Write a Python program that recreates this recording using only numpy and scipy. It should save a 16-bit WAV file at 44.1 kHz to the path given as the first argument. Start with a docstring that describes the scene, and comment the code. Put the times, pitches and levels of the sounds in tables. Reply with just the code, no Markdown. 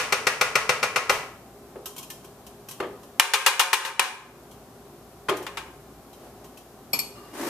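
"""A spoon taps the rim of a glass blender jar, scrapes it, then raps harder on its inner wall.
Each touch makes a short clatter and sets the glass ringing in a small kitchen. The jar bumps on its
base, an arm rustles, the spoon is laid on the counter and a drawer starts to slide.
A refrigerator hums behind it all. The camera's gain control turns the sound down under the
hard raps and brings it back up afterwards."""
import sys
import numpy as np
from scipy import signal
from scipy.fft import rfft, irfft, next_fast_len
from scipy.io import wavfile
from scipy.ndimage import minimum_filter1d, map_coordinates

SR = 44100
rng = np.random.default_rng(int(sys.argv[2]) if len(sys.argv) > 2 else 0)


def output_pcm(signal):
    """Save a mono or channel-first signal as 16-bit PCM at the path in sys.argv[1].

    Samples are clipped to [-1, 1] before scaling.
    """
    pcm = np.clip(np.atleast_2d(signal).T, -1, 1) * 32767
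    wavfile.write(sys.argv[1], SR, np.round(pcm).astype(np.int16))


N = 330288
TIME = np.arange(N) / SR
SPAN = 24576  # samples in one hit and its echo
AGE = np.arange(SPAN) / SR  # seconds since a hit
HZ = np.fft.rfftfreq(SPAN, 1 / SR)
TOP_HZ = 14450

# Taps on the rim. Each row: start in seconds, level in dB.
RIM_TAPS = [(-.02, -14.5), (0.1229, -16), (.268, -15), (.411, -14.5), (0.5539, -14), (0.6917, -15),
            (.828, -18), (0.9588, -17.5), (1.095, -14)]
# Tone of their clatter. Each row: frequency in Hz, level in dB.
RIM_TONE = [(60, -37), (135, -10.5), (185, -21.5), (240, -12.5), (320, -18.5), (420, -5.5), (800, -4.5),
            (1260, -0.5), (1500, -4.5), (2250, -1.5), (3200, -9), (6000, -13), (14000, -26)]
# Notes the rim rings with. Each row: pitch in Hz, width in Hz (wider dies sooner), level in dB.
RIM_NOTES = [(404, 13, -7), (444, 13, -13), (498, 13, -5), (554, 13, -12), (595, 13, -11), (829, 14, -11),
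             (1074, 14, -4), (1187, 14, -8), (1268, 15, 0), (1308, 15, -7), (1375, 15, -12), (1416, 15, -9),
             (1612, 16, -10), (1680, 16, -8), (1911, 16, -10), (1973, 16, -11), (2011, 17, -7),
             (2140, 17, -12), (2178, 17, -9), (2428, 18, -6), (2471, 18, -9), (2527, 18, -7),
             (2584, 18, -12), (2751, 18, -11), (2859, 19, -12), (3564, 20, -15), (3610, 21, -16),
             (5456, 25, -18)]

def rim_taps(firm_db=-14, firm_t60=0.052, chatter=0.18, first_tilt_db=1.02, dulling_db_per_s=1.2):
    """Even taps on the rim slowly grow duller; weak, glancing ones chatter longer."""
    hits = [(start, db, first_tilt_db - dulling_db_per_s * start,
             firm_t60 * np.exp(chatter * (firm_db - db))) for start, db in RIM_TAPS]
    return strikes(hits, RIM_TONE, RIM_NOTES, ring_db=-3.5, room_db=-5.5, ring_room_db=-7,
                   rise_s=0.0023, graze=0.27, fresh=0.18, scatter_db=3, detune=0.0042, left_db=2.5)

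# Raps inside the jar. Each row: start in seconds, level in dB, clatter fade time in seconds.
WALL_RAPS = [(3.197, 1.5, 0.041), (3.335, -1, 0.097), (3.462, 0.5, .12), (3.594, -0.5, 0.12),
             (3.7298, -2, 0.079), (3.849, -17.5, 0.21), (3.994, -6, 0.034), (5.465, -31.5, 0.088),
             (5.571, -29.5, .11)]
# Tone of their clatter. Each row: frequency in Hz, level in dB.
WALL_TONE = [(100, -74), (290, -23), (400, -6.5), (620, -19), (830, -0.5), (1300, -1), (2000, -0.5),
             (3000, -1), (3550, -4.5), (3900, -8.5), (4500, -7.5), (8800, -11), (14000, -17.5)]
# Notes the glass wall rings with. Each row: pitch in Hz, width in Hz, level in dB.
WALL_NOTES = [(401, 13, -12), (450, 13, -14), (538, 13, -4), (738, 13, -9), (880, 14, -1), (923, 14, -3),
              (1047, 14, 0), (1257, 15, -3), (1478, 15, -6), (1532, 15, -7), (1585, 15, -3), (1766, 16, -5),
              (1916, 16, -2), (2140, 17, -7), (2239, 17, -2), (2318, 17, -6), (2533, 18, -1),
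              (2740, 18, -6), (2815, 19, -8), (2947, 19, -7), (2990, 19, -7), (3405, 20, -9),
              (3599, 20, -12), (3898, 21, -7), (3943, 21, -9), (5402, 25, -12), (5588, 25, -11),
              (6024, 27, -11)]

def wall_raps():
    """The spoon raps inside the jar, each time on a slightly different spot; harder is brighter."""
    hits = [(start, db, brightness(db, even_db=-4, slope=0.069), t60) for start, db, t60 in WALL_RAPS]
    return strikes(hits, WALL_TONE, WALL_NOTES, ring_db=-8.5, room_db=-8, ring_room_db=-4,
                   rise_s=0.00085, graze=0.059, fresh=0.71, scatter_db=2, detune=0.014, left_db=2.5)

# Slips of the spoon's edge on the jar, with a last small knock of the jar at 5.37 s and a faint brush of the
# hand at 6.13 s. Each row: start in seconds, level in dB.
SLIPS = [(1.857, -31), (1.963, -40), (1.98, -34), (2.028, -39.5), (2.101, -34), (2.244, -46.5),
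         (2.465, -43.5), (2.686, -36.5), (2.71, -36.5), (3.031, -50), (4.512, -50.5), (5.368, -38),
         (5.425, -44.5), (6.13, -50.5), (6.442, -48.5), (6.573, -46)]
# Tone of the scraping. Each row: frequency in Hz, level in dB.
SCRAPE_TONE = [(200, -13), (600, -27), (1050, 5.5), (1600, -33), (2700, -1), (4500, -5), (7000, -3.5),
               (10000, -5), (14000, -3)]

def scrapes(slip_t60=0.11, skid_db=-27, skid_tilt_db=-3, skid_t60=0.36, firm_db=-44, drag=0.053):
    """The spoon skids off the rim on its last tap, then slips on the jar; the jar knocks once more and a hand
    brushes it; light touches drag longer."""
    skid = (RIM_TAPS[-1][0], skid_db, skid_tilt_db, skid_t60)
    slips = [(start, db, brightness(db, even_db=-39.5, slope=0.11),
              slip_t60 * np.exp(drag * max(firm_db - db, 0))) for start, db in SLIPS]
    return strikes([skid] + slips, SCRAPE_TONE, WALL_NOTES,
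                   ring_db=-11.5, room_db=-5.5, ring_room_db=-13.5,
                   rise_s=0.0017, graze=0.57, fresh=0.86, scatter_db=9, detune=0.012, left_db=0.5)

# Knocks of the jar. Each row: start in seconds, level in dB, pitch ratio at first, ratio once seated.
JAR_BUMPS = [(1.756, -38, 1, 0.9), (2.801, -24.5, 0.93, 0.99), (5.285, -23, .92, .88),
             (5.292, -20.5, 0.98, 0.82)]
# Tone of the knocks. Each row: frequency in Hz, level in dB.
BASE_TONE = [(25, -42), (70, -23), (130, -10.5), (250, -8), (370, 3.5), (650, -4), (1100, -10), (1700, -10),
             (3000, -13.5), (6000, -28), (14000, -36.5)]
# Notes of the jar on its base. Each row: pitch in Hz, width in Hz, level in dB.
BASE_NOTES = [(368, 23, -6.5), (410, 16.5, 7.5), (444, 9, -38), (542, 43, 1.5), (877, 23, -2),
              (1099, 19, -2.5), (1090, 46, 3), (1263, 10.3, 0), (1618, 69, 0.5), (2180, 34, -18),
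              (2560, 23, -15)]

def jar_bumps(knock_t60=0.06, rock_t60=0.15, rock_s=0.023, loss_db=7, dulling_db=2.2):
    """The jar knocks on its hollow base and rocks twice, weaker and duller; its note shifts as it sits."""
    hits = []
    for start, db, pitch, seated in JAR_BUMPS:
        tilt_db = brightness(db, even_db=-23.5, slope=0.46)
        hits.append((start, db, tilt_db, knock_t60, pitch))
        for k in (1, 2):
            hits.append((start + k * rock_s, db - k * loss_db, tilt_db - k * dulling_db, rock_t60, seated))
    return strikes(hits, BASE_TONE, BASE_NOTES, ring_db=-0.5, room_db=-8.5, ring_room_db=-11,
                   rise_s=0.0025, graze=0.26, fresh=0.63, scatter_db=1, detune=0.0011, left_db=1.5)

# The spoon lands. Each row: start in seconds, level in dB, treble tilt in dB per octave,
# clatter fade time in seconds.
SPOON_DROPS = [(6.931, -19, -0.5, 0.13), (6.989, -21.5, 3, 0.074), (7.008, -36, 14, 0.073)]
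# Tone of the clatter on the counter. Each row: frequency in Hz, level in dB.
COUNTER_TONE = [(80, -17), (200, 8), (400, 3), (1200, 5), (1600, -11), (2400, 2.5), (3500, 0), (8000, 1),
                (10000, -6), (14000, -1.5)]
# Notes the spoon rings with. Each row: pitch in Hz, width in Hz, level in dB.
SPOON_NOTES = [(1190, 8, -30), (2290, 110, 0), (2365, 20, -4), (2447, 35, -6), (2870, 8, -26),
               (4474, 18, -4), (5204, 25, -10), (7827, 30, -15), (8145, 60, -3), (8920, 30, -17),
               (11557, 18, -4), (11660, 35, -10), (11842, 35, -10), (12540, 35, -15), (13620, 35, -14),
               (14092, 35, -9)]

def spoon_drop():
    """The bowl, then the handle of the steel spoon meet the counter and ring."""
    return strikes(SPOON_DROPS, COUNTER_TONE, SPOON_NOTES, ring_db=8, room_db=-3.5, ring_room_db=-15,
                   rise_s=0.0019, graze=0.11, fresh=0.81, scatter_db=3, detune=0.0013, left_db=2.5)

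# Tone of the drawer's rumble. Each row: frequency in Hz, level in dB.
DRAWER_TONE = [(59, -53), (100, -30), (161, -33), (255, -5), (394, -1.5), (466, -16), (574, -6),
               (623, -13.5), (906, -11.5), (1400, -18), (1760, -15.5), (2510, -22.5), (2730, -23.5),
               (14400, -27.5)]
# Squeak of its runners. Each row: pitch in Hz, width in Hz, level in dB.
SQUEAK_NOTES = [(1180, 110, -2), (2830, 23, -2), (4220, 80, -15), (5000, 120, -16)]

def drawer(grip_s=7.145, grip_rise_s=0.015, pull_s=7.328, speed_up_s=0.17,
           creep_db=-51, slide_db=-29, squeak_db=-50, squeak_t60=2.3):
    """A drawer creeps with a faint squeak, then rumbles on its runners, louder as it gathers speed."""
    def runners(f):
        return sum(amp(db) / (1 + (2 * (f - hz) / width) ** 2) for hz, width, db in SQUEAK_NOTES)
    since_grip = np.maximum(TIME - grip_s, 0)
    creep = np.minimum(since_grip / grip_rise_s, 1)
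    speed = np.maximum(TIME - pull_s, 0) / speed_up_s
    level = np.hypot(amp(creep_db) * creep, amp(slide_db) * speed ** 0.59)
    rumble = shaped(stereo_noise(N) * amp(0.88 * wobble(130)), DRAWER_TONE)
    squeak = unit(filtered(stereo_noise(N), runners))
    return level * rumble + amp(squeak_db) * creep * fade(since_grip, squeak_t60) * squeak

# Tone of the arm's rustle. Each row: frequency in Hz, level in dB.
RUSTLE_TONE = [(100, -24), (300, -6), (600, 6), (900, -4.5), (1300, -13), (2500, -17), (4000, -19.5),
               (14000, -24)]

def arm_rustle(middle_s=6.27, half_length_s=0.19, level_db=-51, uneven_db=3):
    """A soft, uneven rustle as the arm swings away from the jar."""
    swing = np.exp(-((TIME - middle_s) / half_length_s) ** 4)
    rubbing = shaped(stereo_noise(N) * amp(uneven_db * wobble(25)), RUSTLE_TONE)
    return amp(level_db) * swing * rubbing

# The refrigerator's hum. 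Each row: pitch in Hz, relative level in dB.
HUM_NOTES = [(57.5, -62), (114, -63), (143.5, -62), (238, -60.5), (351, -60.5), (406, -58)]

def refrigerator(gain_db=-2, waver_db=2, drift=0.2):
    """The refrigerator hums with a few low, wavering notes."""
    hum = sum(amp(db + waver_db * wobble(6.7)) * np.sin(2 * np.pi * hz * TIME + drift * wobble(11))
              for hz, db in HUM_NOTES)
    return amp(gain_db) * np.sqrt(2) * hum

# Tone of the air noise. Each row: frequency in Hz, level in dB.
AIR_TONE = [(15, -46), (25, -49), (49, -12), (281, -6), (321, -11.5), (348, -9), (408, -3.5), (442, -12),
            (793, -9), (882, -16.5), (1030, -14.5), (2070, -27), (9920, -29.5), (13300, -27),
            (14400, -27.5)]

def air(level_db=-48.5):
    """A steady, low rush of air."""
    return amp(level_db) * shaped(stereo_noise(N), AIR_TONE)

# How long the kitchen echoes. Each row: frequency in Hz, fade time in seconds.
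ECHO_TIMES = [(150, 0.6), (530, 0.62), (1400, 0.57), (3700, 0.46), (9700, 0.47), (14000, 0.29)]

def room_echo(build_s=0.01):
    """The kitchen's answer to a click; each frequency dies at its own speed."""
    hz, t, spectrum = signal.stft(stereo_noise(SPAN), SR, nperseg=256)
    spectrum = spectrum * fade(t, along(ECHO_TIMES, hz)[:, None])
    echo = signal.istft(spectrum, SR, nperseg=256)[1][:, :SPAN]
    return unit(echo * (1 - np.exp(-AGE / build_s)))

# How alike two close microphones sound. Each row: frequency in Hz, likeness from 0 to 1.
LIKENESS = [(130, 0.96), (640, 0.96), (1400, 0.73), (3000, 0.04), (6800, 0.063), (14000, 0.032)]

def stereo_noise(size, direct=0):
    """Left and right noise: alike in the bass, unrelated in the treble except for the direct share."""
    alike = direct + (1 - direct) * along(LIKENESS, np.fft.rfftfreq(size, 1 / SR))
    turn = np.arccos(np.clip(alike, -1, 0.995)) / 2
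    mid, side = irfft(rfft(rng.standard_normal((2, size))) * [np.cos(turn), np.sin(turn)], size)
    return np.array([mid + side, mid - side])

def strikes(hits, tone, notes, ring_db, room_db, ring_room_db, rise_s, graze, fresh,
            scatter_db, detune, left_db, direct=0.43):
    """Each hit is clatter, ringing notes and echo; fresh is the share of noise that is new each time."""
    out = np.zeros((2, N + 2 * SPAN))
    body = causal(along(tone, HZ) + treble_ripple())
    body /= np.sqrt(np.mean(np.abs(body) ** 2))
    # each note reaches the two microphones a little out of step
    spread = np.arccos(np.clip(along(LIKENESS, np.transpose(notes)[0]), -1, 1)) / 2
    phases = rng.uniform(0, 2 * np.pi, len(notes))
    phases = phases + np.outer([1, -1], spread * rng.choice([-1, 1], len(notes)))
    # hits on the same spot reach the microphones by the same paths
    new, kept = np.sqrt(fresh), np.sqrt(1 - fresh)
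    same_clatter, same_echo = stereo_noise(SPAN, direct), room_echo()
    # a hit grazes first and lands fully a moment later
    rise = graze + (1 - graze) * (1 - np.exp(-(AGE / rise_s) ** 4))
    octaves = np.log2(np.clip(HZ, 500, TOP_HZ) / 2000)
    # the camera shades one microphone from the direct treble
    shade = amp(np.outer([0.5, -0.5], left_db * np.clip(octaves + 1, 0, 1)))
    for start, db, tilt_db, t60, *pitch in hits:
        noise = kept * same_clatter + new * stereo_noise(SPAN, direct)
        clatter = body * rfft(unit(noise * rise * fade(AGE, t60)))
        ringing = amp(ring_db) * rfft(unit(ring(notes, phases, scatter_db, detune, *pitch) * rise))
        into_room = amp(room_db) * body + amp(ring_room_db) * ringing[0] / np.sqrt(SPAN)
        echo = rfft(kept * same_echo + new * room_echo()) * into_room
        hit = irfft((shade * (clatter + ringing) + echo) * causal(tilt_db * octaves))
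        onset_level = np.sqrt(np.mean(hit[:, :SR // 100] ** 2))  # the first 10 ms
        out[:, SPAN + round(start * SR):][:, :SPAN] += amp(db) * hit / onset_level
    return out[:, SPAN:SPAN + N]

def ring(notes, phases, scatter_db, detune, pitch=1):
    """Fading notes; the changing grip and spot shift their strength and tuning at each hit."""
    hz, width, db = np.transpose(notes)[:, :, None]
    hz = hz * pitch * (1 + detune * rng.standard_normal(hz.shape))
    strength = amp(db + scatter_db * rng.standard_normal(db.shape))
    t = AGE[:SPAN // 3]
    waves = strength * np.exp((2j * np.pi * hz - np.pi * width) * t)
    return np.pad((np.exp(1j * phases) @ waves).imag, ((0, 0), (0, SPAN - len(t))))

def treble_ripple(ripple_db=2, spacing_hz=130, full_hz=2500):
    """Gain in dB of the many close, high notes that make a struck thing ring."""
    knots = rng.standard_normal(SPAN // 16)
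    ripple = map_coordinates(knots, [HZ / spacing_hz], mode="mirror")
    return ripple_db * ripple * np.minimum(HZ / full_hz, 1) ** 2

def brightness(db, even_db, slope):
    """Treble tilt in dB per octave: hits harder than even_db are brighter, softer ones duller."""
    return slope * (db - even_db)

def amp(db):
    """Turn decibels into a gain."""
    return 10 ** (np.asarray(db) / 20)

def unit(x):
    """Scale x to an average (rms) level of 1."""
    return x / np.sqrt(np.mean(x ** 2) + 1e-20)

def along(points, hz):
    """Read between a table's rows on a log frequency scale."""
    f, values = np.transpose(points)
    return np.interp(np.log(hz + 1), np.log(f + 1), values)

def fade(t, t60):
    """Die away by 60 dB in t60 seconds, the fade time."""
    return np.exp(-np.log(1000) * t / np.maximum(t60, 1e-3))

def wobble(rate):
    """A smooth curve through rate random points a second."""
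    return map_coordinates(rng.standard_normal(int(N * rate / SR) + 4), [TIME * rate])

def filtered(x, response):
    """Scale each frequency in x by response(hz)."""
    size = next_fast_len(x.shape[-1] + 8192)
    return irfft(rfft(x, size) * response(np.fft.rfftfreq(size, 1 / SR)), size)[..., :x.shape[-1]]

def shaped(noise, tone):
    """Give noise the tone in a table, at level 1."""
    return unit(filtered(noise, lambda hz: amp(along(tone, hz))))

def causal(db):
    """A filter with these gains that lets nothing sound before the hit (minimum phase)."""
    cepstrum = irfft(np.log(amp(db)))
    return np.exp(rfft(cepstrum * np.r_[1, np.full(SPAN // 2 - 1, 2), np.zeros(SPAN // 2)]))

# The lean to the left. Each row: frequency in Hz, left minus right in dB.
LEFT_LEAN = [(60, 0.5), (700, 1), (1280, 1.4), (2370, 3.5), (4400, -0.2), (8000, 1.7), (14000, 0)]

def scene():
    """Everything happens at the counter, a little to the left."""
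    mix = rim_taps() + wall_raps() + scrapes() + jar_bumps() + spoon_drop()
    mix = mix + drawer() + arm_rustle() + air() + refrigerator()
    return filtered(mix, lambda hz: amp(np.outer([0.5, -0.5], along(LEFT_LEAN, hz))))

def smooth(x, seconds):
    """Follow x with a short lag."""
    pole = np.exp(-1 / (SR * seconds))
    return signal.lfilter([1 - pole], [1, -pole], x)

def gain_control(x, limit_db=-12, hold_s=0.19, release_db_per_s=32, attack_s=0.00023):
    """Loud hits pull the volume down at once; it holds, then climbs back."""
    power = smooth(np.mean(x ** 2, axis=0), seconds=0.004)
    over_db = np.maximum(10 * np.log10(power + 1e-12) - limit_db, 0)
    half = int(hold_s * SR / 2)
    held_db = -minimum_filter1d(-over_db, 2 * half + 1, origin=half, mode="constant")
    climb_db = release_db_per_s * TIME
    cut_db = np.maximum.accumulate(held_db + climb_db) - climb_db
    return x * amp(-smooth(cut_db, attack_s))

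def record(dry):
    """The camera turns loud hits down, rounds off peaks that slip through and cuts the top treble."""
    x = gain_control(dry)
    x = x / (1 + np.abs(x / 0.9) ** 4) ** (1 / 4)
    return filtered(x, lambda hz: 1 / (1 + (hz / TOP_HZ) ** 160))

dry = scene()
out = record(dry)
output_pcm(out)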